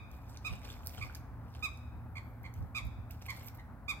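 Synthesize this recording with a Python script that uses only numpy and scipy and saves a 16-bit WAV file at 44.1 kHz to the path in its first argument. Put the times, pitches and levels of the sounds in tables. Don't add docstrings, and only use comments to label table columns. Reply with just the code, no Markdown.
import sys
import numpy as np
from scipy import signal
from scipy.fft import rfft, irfft
from scipy.io import wavfile

SR = 44100
rng = np.random.default_rng(int(sys.argv[2]) if len(sys.argv) > 2 else 0)


def wav_out(sig):
    wavfile.write(sys.argv[1], SR, np.round(np.clip(np.atleast_2d(sig).T, -1, 1) * 32767).astype(np.int16))


N = 176400
TIME = np.arange(N) / SR
FREQS = np.maximum(np.arange(N + 1) * SR / (2 * N), 1)

BRIGHT_VOICE = [-15, -5.5, -12, -18, -24, -25.5, -31, -40, -34, -29, -36, -44]


def from_db(db):
    return 10 ** (np.asarray(db) / 20)


def rms_one(x):
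    return x / np.sqrt(np.mean(x ** 2) + 1e-20)


def at_hz(points, hz=FREQS):
    freqs, values = np.transpose(points)
    return np.interp(np.log(hz), np.log(freqs), values)


def filtered(x, response):
    return irfft(rfft(x, 2 * N) * response)[..., :N]


def colour(x, points):
    cepstrum = irfft(np.log(from_db(at_hz(points))))
    cepstrum[1:N] *= 2
    cepstrum[N + 1:] = 0
    return filtered(x, np.exp(rfft(cepstrum)))


def drift(hz):
    return rms_one(filtered(rng.standard_normal(N), 1 / (1 + (FREQS / hz) ** 4)))


def place(x, lead_s):
    return np.array([x, filtered(x, np.exp(-2j * np.pi * FREQS * lead_s))])


def lean(x, points):
    return filtered(x, from_db(at_hz(points) * np.array([[-.5], [.5]])))


def wide_noise(points, lead_s):
    # freq_hz, share (0 to 1)
    likeness = [(30, 0.31), (70, 0.83), (150, 0.84), (500, 0.78), (1200, 0.83), (2500, 0.31), (5000, 0.067),
                (14000, 0.037)]
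    alike = at_hz(likeness)
    shared = filtered(place(rng.standard_normal(N), lead_s), np.sqrt(alike))
    separate = filtered(rng.standard_normal((2, N)), np.sqrt(1 - alike))
    return rms_one(colour(shared + separate, points))


def engines():
    # freq_hz, gain_db
    rumble_tone = [(20, -19.5), (32, -24.5), (50, 3), (70, 1), (100, -7.5), (140, -8.5), (190, -13),
                   (270, -13.5), (380, -25.5), (550, -24), (800, -20), (1100, -24), (1500, -27),
                   (2100, -36.5), (3000, -46.5)]
    # pitch_hz, wobble_hz, level_db
    drone_notes = [(82.1, 13.6, -52.5), (112.5, 8.44, -51), (239.4, 7.3, -62.5), (509, 11.7, -78.5)]
    # time_s, gain_db
    level_drift = [(0, -5), (.55, -1.5), (1.3, 1.5), (1.85, 2.5), (2.3, 0), (3.2, 2), (4, -7)]
    rumble = filtered(wide_noise(rumble_tone, lead_s=.00008), 1 / (1 + (FREQS / 3200) ** 6))
    rumble *= from_db(-49.5 + drift(7.7))
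    drone = 0
    for hz, wobble_hz, db in drone_notes:
        pitch = hz + wobble_hz / 3 * drift(wobble_hz)
        drone += from_db(db) * np.sin(2 * np.pi * np.cumsum(pitch) / SR) * (1 + 0.35 * drift(wobble_hz))
    return rumble + drone * from_db(np.interp(TIME, *np.transpose(level_drift)))


def hiss():
    # freq_hz, gain_db
    tone = [(2500, -16.5), (4000, -3.5), (7000, -8), (10000, -3), (13000, -2.5), (15500, 0)]
    return from_db(-76.5) * wide_noise(tone, lead_s=0)


def pond_echo(x):
    # freq_hz, gain_db
    tone = [(1000, 10.5), (1700, 15.5), (2500, 7.5), (3800, 9.5), (5200, 6), (7500, 15.5), (13000, 12)]
    reeds, trees = (-13.5, 0.164), (-17, 0.856)   # level_db, fade_s (time for the bass to drop 60 dB)
    t, tail = TIME[:SR], 0
    edges = np.geomspace(500, 17000, 9)
    for low, high in zip(edges, edges[1:]):
        hz = np.sqrt(low * high)
        band = signal.butter(2, [low, high], "band", fs=SR, output="sos")
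        noise = signal.sosfilt(band, rng.standard_normal((2, SR))) * from_db(at_hz(tone, hz))
        air_loss = 1 + (hz / 13200) ** 2
        for db, fade_s in (reeds, trees):
            spread = np.sqrt(5.526 / (fade_s * SR))
            tail += noise * spread * from_db(db - 60 * air_loss * t / fade_s)
    fade_in = np.minimum(t / 0.002, 1)
    return signal.fftconvolve(x[None], tail * fade_in, axes=1)[:, :N]


def lingering_echo():
    # start_s, hold_s, pitch_hz, level_db, rattle (0 to 1), tilt_db_per_octave, rattle_hz
    call = (0, .036, 1262, -26, .15, -4, 105)
    echo = pond_echo(bird([call], BRIGHT_VOICE))
    gone = int(.17 * SR)
    return np.pad(echo[:, gone:], ((0, 0), (0, gone)))


def patter(tone, per_s=1600, spread_db=5):
    sizes = from_db(spread_db * np.minimum(rng.exponential(1, N), 4)) * rng.choice([-1, 1], N)
    return rms_one(colour(sizes * (rng.random(N) < per_s / SR), tone))


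def crackle(per_s=1000, spread_db=5, ring_cycles=7):
    clicks = (rng.random(N) < per_s / SR) * from_db(spread_db * np.minimum(rng.exponential(1, N), 3))
    pitches_hz = np.geomspace(2200, 9000, 16)
    chosen, out = rng.integers(0, len(pitches_hz), N), 0
    for k, hz in enumerate(pitches_hz):
        decay, step = np.exp(-np.pi * hz / (ring_cycles * SR)), 2 * np.pi * hz / SR
        ringing = [1, -2 * decay * np.cos(step), decay ** 2]
        out += signal.lfilter([0, np.sin(step)], ringing, clicks * (chosen == k) + 1e-18)
    return rms_one(out)


def dabbling():
    # peak_s, rise_s, fall_s, level_db, spray_db
    sloshes = [(0.123, 0.022, 0.1, -69, -69.5), (0.298, 0.015, 0.02, -59.5, -67),
               (.365, 0.053, 0.014, -61, -72), (.535, 0.063, .04, -54, -67),
               (0.654, 0.025, 0.024, -53, -63), (0.698, 0.02, 0.068, -53, -64.5),
               (.888, 0.047, 0.043, -59, -61), (0.949, 0.017, 0.022, -51, -59),
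               (0.987, 0.0064, 0.013, -49, -63), (1.049, 0.06, 0.049, -55.5, -66.5),
               (1.163, 0.022, 0.016, -59, -60.5), (1.55, 0.01, 0.011, -55, -74),
               (1.58, .1, 0.15, -66.5, -73), (2.3, 0.21, 0.17, -99, -75.5), (2.555, 0.012, 0.083, -71, -71),
               (3.113, 0.009, 0.035, -62, -64), (3.222, 0.0051, 0.0052, -51, -61),
               (3.265, 0.007, 0.0084, -52, -56), (3.38, 0.093, 0.076, -57.5, -64),
               (3.479, 0.052, 0.011, -59.5, -52), (3.55, .005, 0.012, -70, -59)]
    # freq_hz, gain_db
    slosh_tone = [(800, 27), (1500, 18), (2500, 3.5), (3800, 12), (5500, 19), (8000, -32.5), (11000, -44),
                  (16000, -32)]
    spray_tone = [(3000, -24.5), (8000, -2.5), (10500, -19.5), (12700, 11.5), (15000, 8.5), (16500, -12.5)]
    slosh_power, spray_power = 0, 0
    for peak, rise, fall, db, spray_db in sloshes:
        shape = np.exp(-np.maximum((peak - TIME) / rise, (TIME - peak) / fall))
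        slosh_power += (shape * from_db(db)) ** 2
        spray_power += (shape * from_db(spray_db)) ** 2
    churn = from_db(-3.5) * patter(slosh_tone) + from_db(-3) * crackle()
    return np.sqrt(slosh_power) * churn + np.sqrt(spray_power) * patter(spray_tone)


def drops(scatter_db=-13, scatter_s=.0006):
    # start_s, body_db, snap_db
    hits = [(.115, -54, -43), (0.373, -36, -52), (.588, -59, -56), (.702, -45, -44), (.8625, -45, -23),
            (.8712, -33, -11), (.895, -42, -43), (1.149, -39, -37), (1.153, -39, -34), (1.774, -49, -46),
            (2.433, -60, -38), (2.540, -49.5, -42), (2.625, -57, -57), (2.852, -65, -38.5),
            (2.869, -62, -38), (3.11, -48, -26.5), (3.223, -47, -53), (3.304, -39, -28), (3.365, -46, -45),
            (3.474, -52, -36), (3.485, -40.5, -41), (3.574, -67, -38)]
    # freq_hz, gain_db
    body_tone = [(1500, -38), (3500, 6.5), (6000, 16.5), (8500, -7.5), (11000, 0), (16000, -56)]
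    snap_tone = [(3000, -30), (8000, -19), (10500, -13), (12700, 0), (15000, -1), (16500, -6)]
    body, snap, t = np.zeros(N), np.zeros(N), TIME[:SR // 100]
    for start, body_db, snap_db in hits:
        tick = (t == 0) + from_db(scatter_db) * rng.standard_normal(len(t)) * np.exp(-t / scatter_s)
        i = int(start * SR)
        body[i:i + len(t)] += from_db(body_db) * tick
        snap[i:i + len(t)] += from_db(snap_db) * tick
    return from_db(5) * colour(body, body_tone) + from_db(6) * colour(snap, snap_tone)


def bird(calls, voice_db):
    edge_s, crest_s, release_s = 0.0013, .022, 0.01
    scoop, fall_per_s, rattle_bend = .07, 5.0, 0.086
    swell_db, rattle_depth = 8, 0.58
    follows = [0.28, 1] + [1.42] * len(voice_db)
    jitter = .006 * drift(750)
    rasp = 1 + from_db(-28) * drift(750)
    out = np.zeros(N)
    for start, hold, hz, db, rattle, tilt_db, rattle_hz in calls:
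        on = (TIME >= start) & (TIME < start + 2 * hold)
        t = TIME[on] - start
        rising, falling = np.maximum(1 - t / crest_s, 0) ** 2, np.maximum(t - crest_s, 0)
        beat = 2 * np.pi * rattle_hz * t * (1 + 0.04 * rng.standard_normal())
        bend = rattle_bend * rattle * (np.sin(beat) + np.sin(2 * beat) / 2)
        pitch = hz * (1 - scoop * rising - fall_per_s * falling + bend + jitter[on])
        phase = 2 * np.pi * np.cumsum(pitch) / SR
        effort = from_db(-swell_db * rising) * np.exp(-np.maximum(t - hold, 0) / release_s)
        tone = 0
        for k, harmonic_db in enumerate(voice_db, 1):
            strength = from_db(harmonic_db + tilt_db * np.log2(max(k, 2) / 2))
            tone += strength * effort ** follows[k - 1] * np.sin(k * phase + rng.uniform(0, 2 * np.pi))
        soft_edges = np.clip(np.minimum(t, 2 * hold - t) / edge_s, 0, 1)
        chop = 1 - rattle_depth * rattle * np.cos(beat)
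        out[on] += from_db(db) * tone * soft_edges * chop * rasp[on]
    return out


def bright_bird():
    # start_s, hold_s, pitch_hz, level_db, rattle (0 to 1), tilt_db_per_octave, rattle_hz
    calls = [(.446, 0.03, 1286, -33, 0.28, 0.5, 108), (1.625, 0.031, 1281, -29.5, 0.11, 0.5, 103),
             (2.747, 0.037, 1259, -33, 0.54, 1, 115.4), (3.880, 0.031, 1233, -30.5, 0.41, 1.5, 106.4)]
    return bird(calls, BRIGHT_VOICE)


def wind(alike=0.41):
    # peak_s, width_s, level_db
    gusts = [(0.524, 0.023, -36), (1.027, .06, -42), (2.616, 0.041, -35.5), (2.865, 0.032, -37),
             (2.996, 0.02, -43)]
    # freq_hz, gain_db
    tone = [(25, -20), (55, 8.5), (100, 6), (200, -9), (400, -31), (900, -29)]
    puffs = sum(from_db(db) * np.exp(-((TIME - peak) / width) ** 2) for peak, width, db in gusts)
    swirls = np.sqrt(alike) * rng.standard_normal(N) + np.sqrt(1 - alike) * rng.standard_normal((2, N))
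    return puffs * rms_one(filtered(colour(swirls, tone), 1 / (1 + (FREQS / 700) ** 4)))


def bubbles(decay_s=0.0025, rise_per_s=7):
    # start_s, pitch_hz, level_db
    plips = [(0.689, 1520, -47.5), (.702, 3450, -38), (0.807, 1110, -45), (0.98, 1340, -44),
             (0.979, 3060, -42), (1.098, 1460, -41), (1.109, 1820, -57), (1.152, 1650, -49),
             (3.107, 2640, -48.5), (3.222, 2650, -51), (3.263, 2570, -53)]
    out, t = np.zeros(N), TIME[:SR // 20]
    for start, hz, db in plips:
        i = int(start * SR)
        phase = 2 * np.pi * hz * t * (1 + rise_per_s * t / 2)
        out[i:i + len(t)] += from_db(db) * np.exp(-t / decay_s) * np.sin(phase)
    return out


def low_bird():
    # start_s, hold_s, pitch_hz, level_db, rattle (0 to 1), tilt_db_per_octave, rattle_hz
    calls = [(1.010, 0.022, 1186, -41, 0.86, -1.3, 88.6), (2.153, 0.03, 1140, -46, 0.87, -1.4, 86),
             (2.438, 0.029, 1100, -50, 0.79, -2.4, 91.7), (3.282, 0.028, 1104, -40, 0.74, 0.48, 97.3),
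             (3.582, 0.018, 1001, -55, 1, -0.44, 95)]
    voice = [-9.5, 0, -13.5, -11, -25, -20, -23, -27, -36, -32, -28, -45]
    return bird(calls, voice)


def scene():
    # freq_hz, right_louder_db
    direct_balance = [(30, -16), (120, -6), (260, -6), (600, -11), (1250, 7), (1800, -3), (2400, 15.5),
                      (2700, 7.5), (3300, -4), (5000, 5.5), (8500, -7.5), (10500, 8.5), (13000, 10),
                      (16000, 9)]
    background_balance = [(30, -4), (70, 0.5), (130, 0.5), (260, 0.5), (600, 0.1), (1250, -2.5), (8500, 0),
                          (13000, 6)]
    bright, low = bright_bird(), low_bird()
    water = dabbling() + drops() + bubbles()
    direct = place(bright, lead_s=.0001254) + place(low, lead_s=.000112) + place(water, lead_s=.0001)
    echo = pond_echo(bright + from_db(0.5) * low + from_db(-3) * water) + lingering_echo()
    background = engines() + wind() + hiss()
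    return lean(direct, direct_balance) + echo + lean(background, background_balance)


def record(dry):
    cutoff_hz = 16100
    return signal.sosfilt(signal.ellip(12, .1, 80, cutoff_hz, fs=SR, output="sos"), dry)


dry = scene()
out = record(dry)
wav_out(out)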